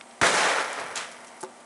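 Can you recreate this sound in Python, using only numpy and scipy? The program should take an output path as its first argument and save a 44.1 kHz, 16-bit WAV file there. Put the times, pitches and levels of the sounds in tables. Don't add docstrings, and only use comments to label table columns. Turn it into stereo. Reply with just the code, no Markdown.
import sys
import numpy as np
from scipy import signal
from scipy.fft import rfft, irfft
from scipy.io import wavfile

SR = 44100
rng = np.random.default_rng(int(sys.argv[2]) if len(sys.argv) > 2 else 0)


def wav_record(signal):
    frames = np.transpose(np.atleast_2d(signal))
    bounded = np.clip(frames, -1, 1)
    quanta = np.round(bounded * 32767).astype(np.int16)
    wavfile.write(sys.argv[1], SR, quanta)


N = 72765
T = np.arange(N) / SR
HZ = np.fft.rfftfreq(N, 1 / SR) + 1
BURST_S, CRASH_S = .2138, .9575

# (frequency [Hz], relative density [dB])
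AIR_SPECTRUM = [(30, -26), (70, -14), (130, -12.5), (220, -1.5), (400, -3), (700, 3.5), (1000, -1.5),
                (1500, -5.5), (2500, -12), (5000, -17.5), (8500, -13), (11000, -19.5)]
# (frequency [Hz], level [dB])
HUM_TONES = [(240, -56), (355, -64), (648, -60), (768, -58), (941, -57), (1178, -57)]
# (time [s], level [dB])
INSECT_LEVEL = [(0, -55.5), (.25, -60), (.6, -72), (1.65, -72)]

# (time [s], level [dB], t60 [s], centre [Hz], width [octaves])
FINGER_TICKS = [(.0102, -25, .014, 2700, .7), (.1095, -37, .02, 3200, .55), (.1265, -41, .008, 8000, .6),
                (1.4075, -28, .018, 8000, 1), (1.4115, -29, .025, 10200, .3), (1.4155, -32, .04, 9000, .8),
                (1.4285, -27, .035, 9000, 1.3), (1.4357, -20, .012, 10000, .7),
                (1.444, -39, .05, 4000, 1.3), (1.602, -45, .08, 8000, .9)]
# (time [s], level [dB])
KNOCKS = [(1.4297, -27), (1.4355, -26)]
# (frequency [Hz], relative level [dB], t60 [s])
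CASE_MODES = [(210, -22, 0.2), (375, -0.5, 0.13), (532, -11.5, 0.2), (873, 0.5, 0.06), (1040, -9.5, 0.094),
              (1160, -7, 0.064), (1460, -2, 0.038), (1870, -23, 0.022)]

# (time [s], level [dB], t60 [s], centre [Hz], width [octaves])
FRAGMENTS = [(.612, -31, .03, 8000, .7), (.7305, -17.5, 0.0091, 8000, 0.42), (.797, -29, 0.067, 6070, 2.4),
             (.9552, -21.5, 0.017, 2500, 1), (.9584, -10.5, 0.0082, 7550, 0.34),
             (.969, -32, .03, 5000, 1.2), (.9752, -21.5, 0.035, 5000, 0.7), (1.0373, -45, .006, 6000, .8),
             (1.0698, -32.5, .006, 7400, .8), (1.115, -38.5, 0.16, 5000, 1.5), (1.245, -39, 0.055, 6000, 3),
             (1.268, -42, 0.15, 7100, 0.38), (1.28, -43, 0.085, 2000, 1.6)]
# (time [s], level [dB])
PATTER_LEVEL = [(.3, -52.5), (.6, -33.5), (.85, -40.5), (1.1, -41.5), (1.35, -49), (1.65, -58)]
# (frequency [Hz], relative density [dB])
PATTER_SPECTRUM = [(500, -25), (2000, 8), (5000, -4.5), (11000, -3)]
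# (frequency [Hz], relative density [dB])
CRASH_SPECTRUM = [(40, -21), (200, -6), (500, -2.5), (1100, 8), (2000, 2), (3200, 2.5), (5000, 1.5),
                  (8000, -2), (11000, -11)]
# (frequency [Hz], hold [s])
CRASH_HOLD = [(200, 0.03), (1000, .03), (2000, 0.049), (4000, 0.0068), (9000, 0.014)]
# (frequency [Hz], t60 [s])
CRASH_T60 = [(200, 0.63), (1000, 0.24), (2000, 0.56), (4000, 0.34), (9000, 0.4)]

# (time [s], level [dB])
RUMBLE_LEVEL = [(.25, -84), (.72, -77), (.8, -49), (.95, -55.5), (1.12, -73.5), (1.65, -76)]
# (frequency [Hz], hold [s])
ROAR_HOLD = [(60, 0.043), (200, 0.2), (500, 0.23), (1800, 0.26), (3500, 0.21), (9000, 0.18)]
# (frequency [Hz], t60 [s])
ROAR_T60 = [(60, 0.94), (200, 1.1), (500, 1.89), (1000, 1.9), (2000, 1.48), (4000, 1.27), (9000, 1.11)]
# (frequency [Hz], gain [dB])
ROAR_RESONANCES = [(286, 13), (478, -1.5), (577, 4.5), (684, 6), (867, 7.5), (1330, 6), (1398, 7),
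                   (1672, 5.5), (1732, 1.5), (1845, 4.5), (2093, -1), (2211, 1), (2364, 6), (2817, 5)]
# (time [s], gain [dB])
ROAR_ROLL = [(.27, 1), (.315, -2), (.36, .5), (.43, -1.5), (.495, 0), (.55, -1.5), (.61, -0.5), (.66, -3.5),
             (.75, -2), (.83, -0.5), (1.0, -3)]

# (frequency [Hz], relative density [dB])
BLAST_SPECTRUM = [(30, -36), (70, -35), (150, -7.5), (280, -12.5), (450, 1), (900, 0), (1400, 0.5),
                  (2100, -1), (2700, -7), (3500, -6.5), (4600, -10.5), (6000, -9), (8000, -12),
                  (11000, -16.5)]
# (time [s], level [dB], t60 [s], treble above 3 kHz [dB])
CRACK_ECHOES = [(0.2204, -12.5, 0.033, -14), (.2222, -24, 0.014, -2), (0.2311, -7.5, 0.052, -22),
                (.2375, -12.5, 0.019, -28), (0.2548, -20, 0.042, -32), (0.2614, -14.5, 0.035, -9),
                (0.267, -10.5, 0.04, 2.5), (.283, -24, 0.016, -32), (0.455, -15, 0.071, -22),
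                (0.583, -8.5, 0.029, -24), (0.786, -27.5, 0.37, -16)]
# (frequency [Hz], relative density [dB])
BOOM_SPECTRUM = [(25, -18), (60, -22), (150, -1), (450, 14.5), (900, -12), (3000, -33)]


def amp(db):
    return 10 ** (np.asarray(db) / 20)


def unit(x):
    return x / np.sqrt(np.mean(x ** 2) + 1e-20)


def read(points, hz):
    f, value = np.transpose(points)
    return np.interp(np.log(hz), np.log(f), value)


def level(points):
    return amp(np.interp(T, *np.transpose(points)))


def colour(x, gain):
    return unit(irfft(rfft(x) * gain, N))


def noise(gain):
    return colour(rng.standard_normal(N), gain)


def band_noise(hz, octaves):
    return noise(np.exp(-.5 * (np.log2(HZ / hz) / octaves) ** 2))


def drift(rate_hz):
    return noise(1 / (1 + (HZ / rate_hz) ** 2))


def clicks(per_s, spread_db):
    size = amp(spread_db * np.minimum(rng.exponential(1, N), 4))
    return size * rng.choice([-1, 1], N) * (rng.random(N) < per_s / SR)


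def fade(start, t60, hold=0):
    attack = np.clip((T - start) / .0005, 0, 1)
    return attack * np.exp(-np.log(1000) * np.maximum(T - start - hold, 0) / t60)


def scatter(x, start, holds, t60s, rise_s):
    centres = np.geomspace(40, 12000, 12)
    spectrum, out = rfft(x), np.zeros(N)
    for hz, share in zip(centres, np.eye(len(centres))):
        band = irfft(spectrum * np.interp(np.log(HZ), np.log(centres), share), N)
        out += band * fade(start, read(t60s, hz), read(holds, hz))
    return out * np.clip((T - start) / rise_s, 0, 1)


def snaps(rows):
    return sum(amp(db) * fade(s, t60) * band_noise(hz, octaves) for s, db, t60, hz, octaves in rows)


def yard():
    air = amp(-44 + .48 * drift(rate_hz=29)) * noise(amp(read(AIR_SPECTRUM, HZ)))
    hum = np.zeros(N)
    for hz, db in HUM_TONES:
        wavering_hz = hz + 2 * drift(rate_hz=10)
        hum += amp(db) * unit(np.sin(2 * np.pi * np.cumsum(wavering_hz) / SR))
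    insect = level(INSECT_LEVEL) * band_noise(hz=8340, octaves=.018)
    return air + hum + insect


def knock(s):
    ring = sum(amp(db) * fade(s, t60) * np.cos(2 * np.pi * hz * (T - s)) for hz, db, t60 in CASE_MODES)
    rattle = amp(-6) * fade(s, t60=.07) * band_noise(hz=700, octaves=.6)
    return ring + rattle


def handling():
    return sum(amp(db) * knock(s) for s, db in KNOCKS) + snaps(FINGER_TICKS)


def debris():
    splinters = colour(clicks(per_s=5000, spread_db=1), amp(read(CRASH_SPECTRUM, HZ)))
    crash = amp(-23.5) * scatter(splinters, CRASH_S, CRASH_HOLD, CRASH_T60, rise_s=.0095)
    grain = rng.standard_normal(N) * fade(0, t60=.012)
    impacts = signal.fftconvolve(clicks(per_s=540, spread_db=2), grain)[:N]
    patter = level(PATTER_LEVEL) * colour(impacts, amp(read(PATTER_SPECTRUM, HZ)))
    return crash + snaps(FRAGMENTS) + patter


def roar():
    half_width_hz = 7.6
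    ring_db = sum(db / (1 + ((HZ - hz) / half_width_hz) ** 2) for hz, db in ROAR_RESONANCES)
    echoes = colour(clicks(per_s=9000, spread_db=3), amp(read(BLAST_SPECTRUM, HZ) + ring_db))
    roll = level(ROAR_ROLL) * amp(-14 + .6 * drift(rate_hz=18))
    rumble = level(RUMBLE_LEVEL) * band_noise(hz=135, octaves=.55)
    return roll * scatter(echoes, BURST_S, ROAR_HOLD, ROAR_T60, rise_s=.026) + rumble


def shock(s, db, t60, treble_db, hold=0):
    treble_shelf = 1 / (1 + (3080 / HZ) ** 6)
    bass_cut = 1 / (1 + (120 / HZ) ** 2)
    spectrum = amp(read(BLAST_SPECTRUM, HZ) + treble_db * treble_shelf) * bass_cut
    return amp(db) * fade(s, t60, hold) * noise(spectrum)


def bottle_burst():
    crack = shock(BURST_S, db=-9.5, t60=.022, treble_db=-3, hold=.005)
    thump_s, thump_width_s = .2222, .0013
    age = np.maximum(T - thump_s, 0) / thump_width_s
    thump = amp(-14) * np.e * age * (2 - age) * np.exp(-age)
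    boom = amp(-23) * fade(BURST_S, t60=.84) * noise(amp(read(BOOM_SPECTRUM, HZ)))
    echoes = sum(shock(*row) for row in CRACK_ECHOES)
    return crack + echoes + thump + boom


def scene():
    left = bottle_burst() + roar() + debris() + handling() + yard()
    return np.array([left, np.zeros(N)])


def record(dry):
    ceiling, low_cut_hz, high_cut_hz = .71, 100, 11080
    rounded = ceiling * np.tanh(dry / ceiling)
    thinned = signal.lfilter(*signal.butter(2, low_cut_hz, "high", fs=SR), rounded)
    low_pass = signal.firwin(601, high_cut_hz, window=("kaiser", 9), fs=SR)
    return signal.oaconvolve(thinned, low_pass[None], "same")


dry = scene()
out = record(dry)
wav_record(out)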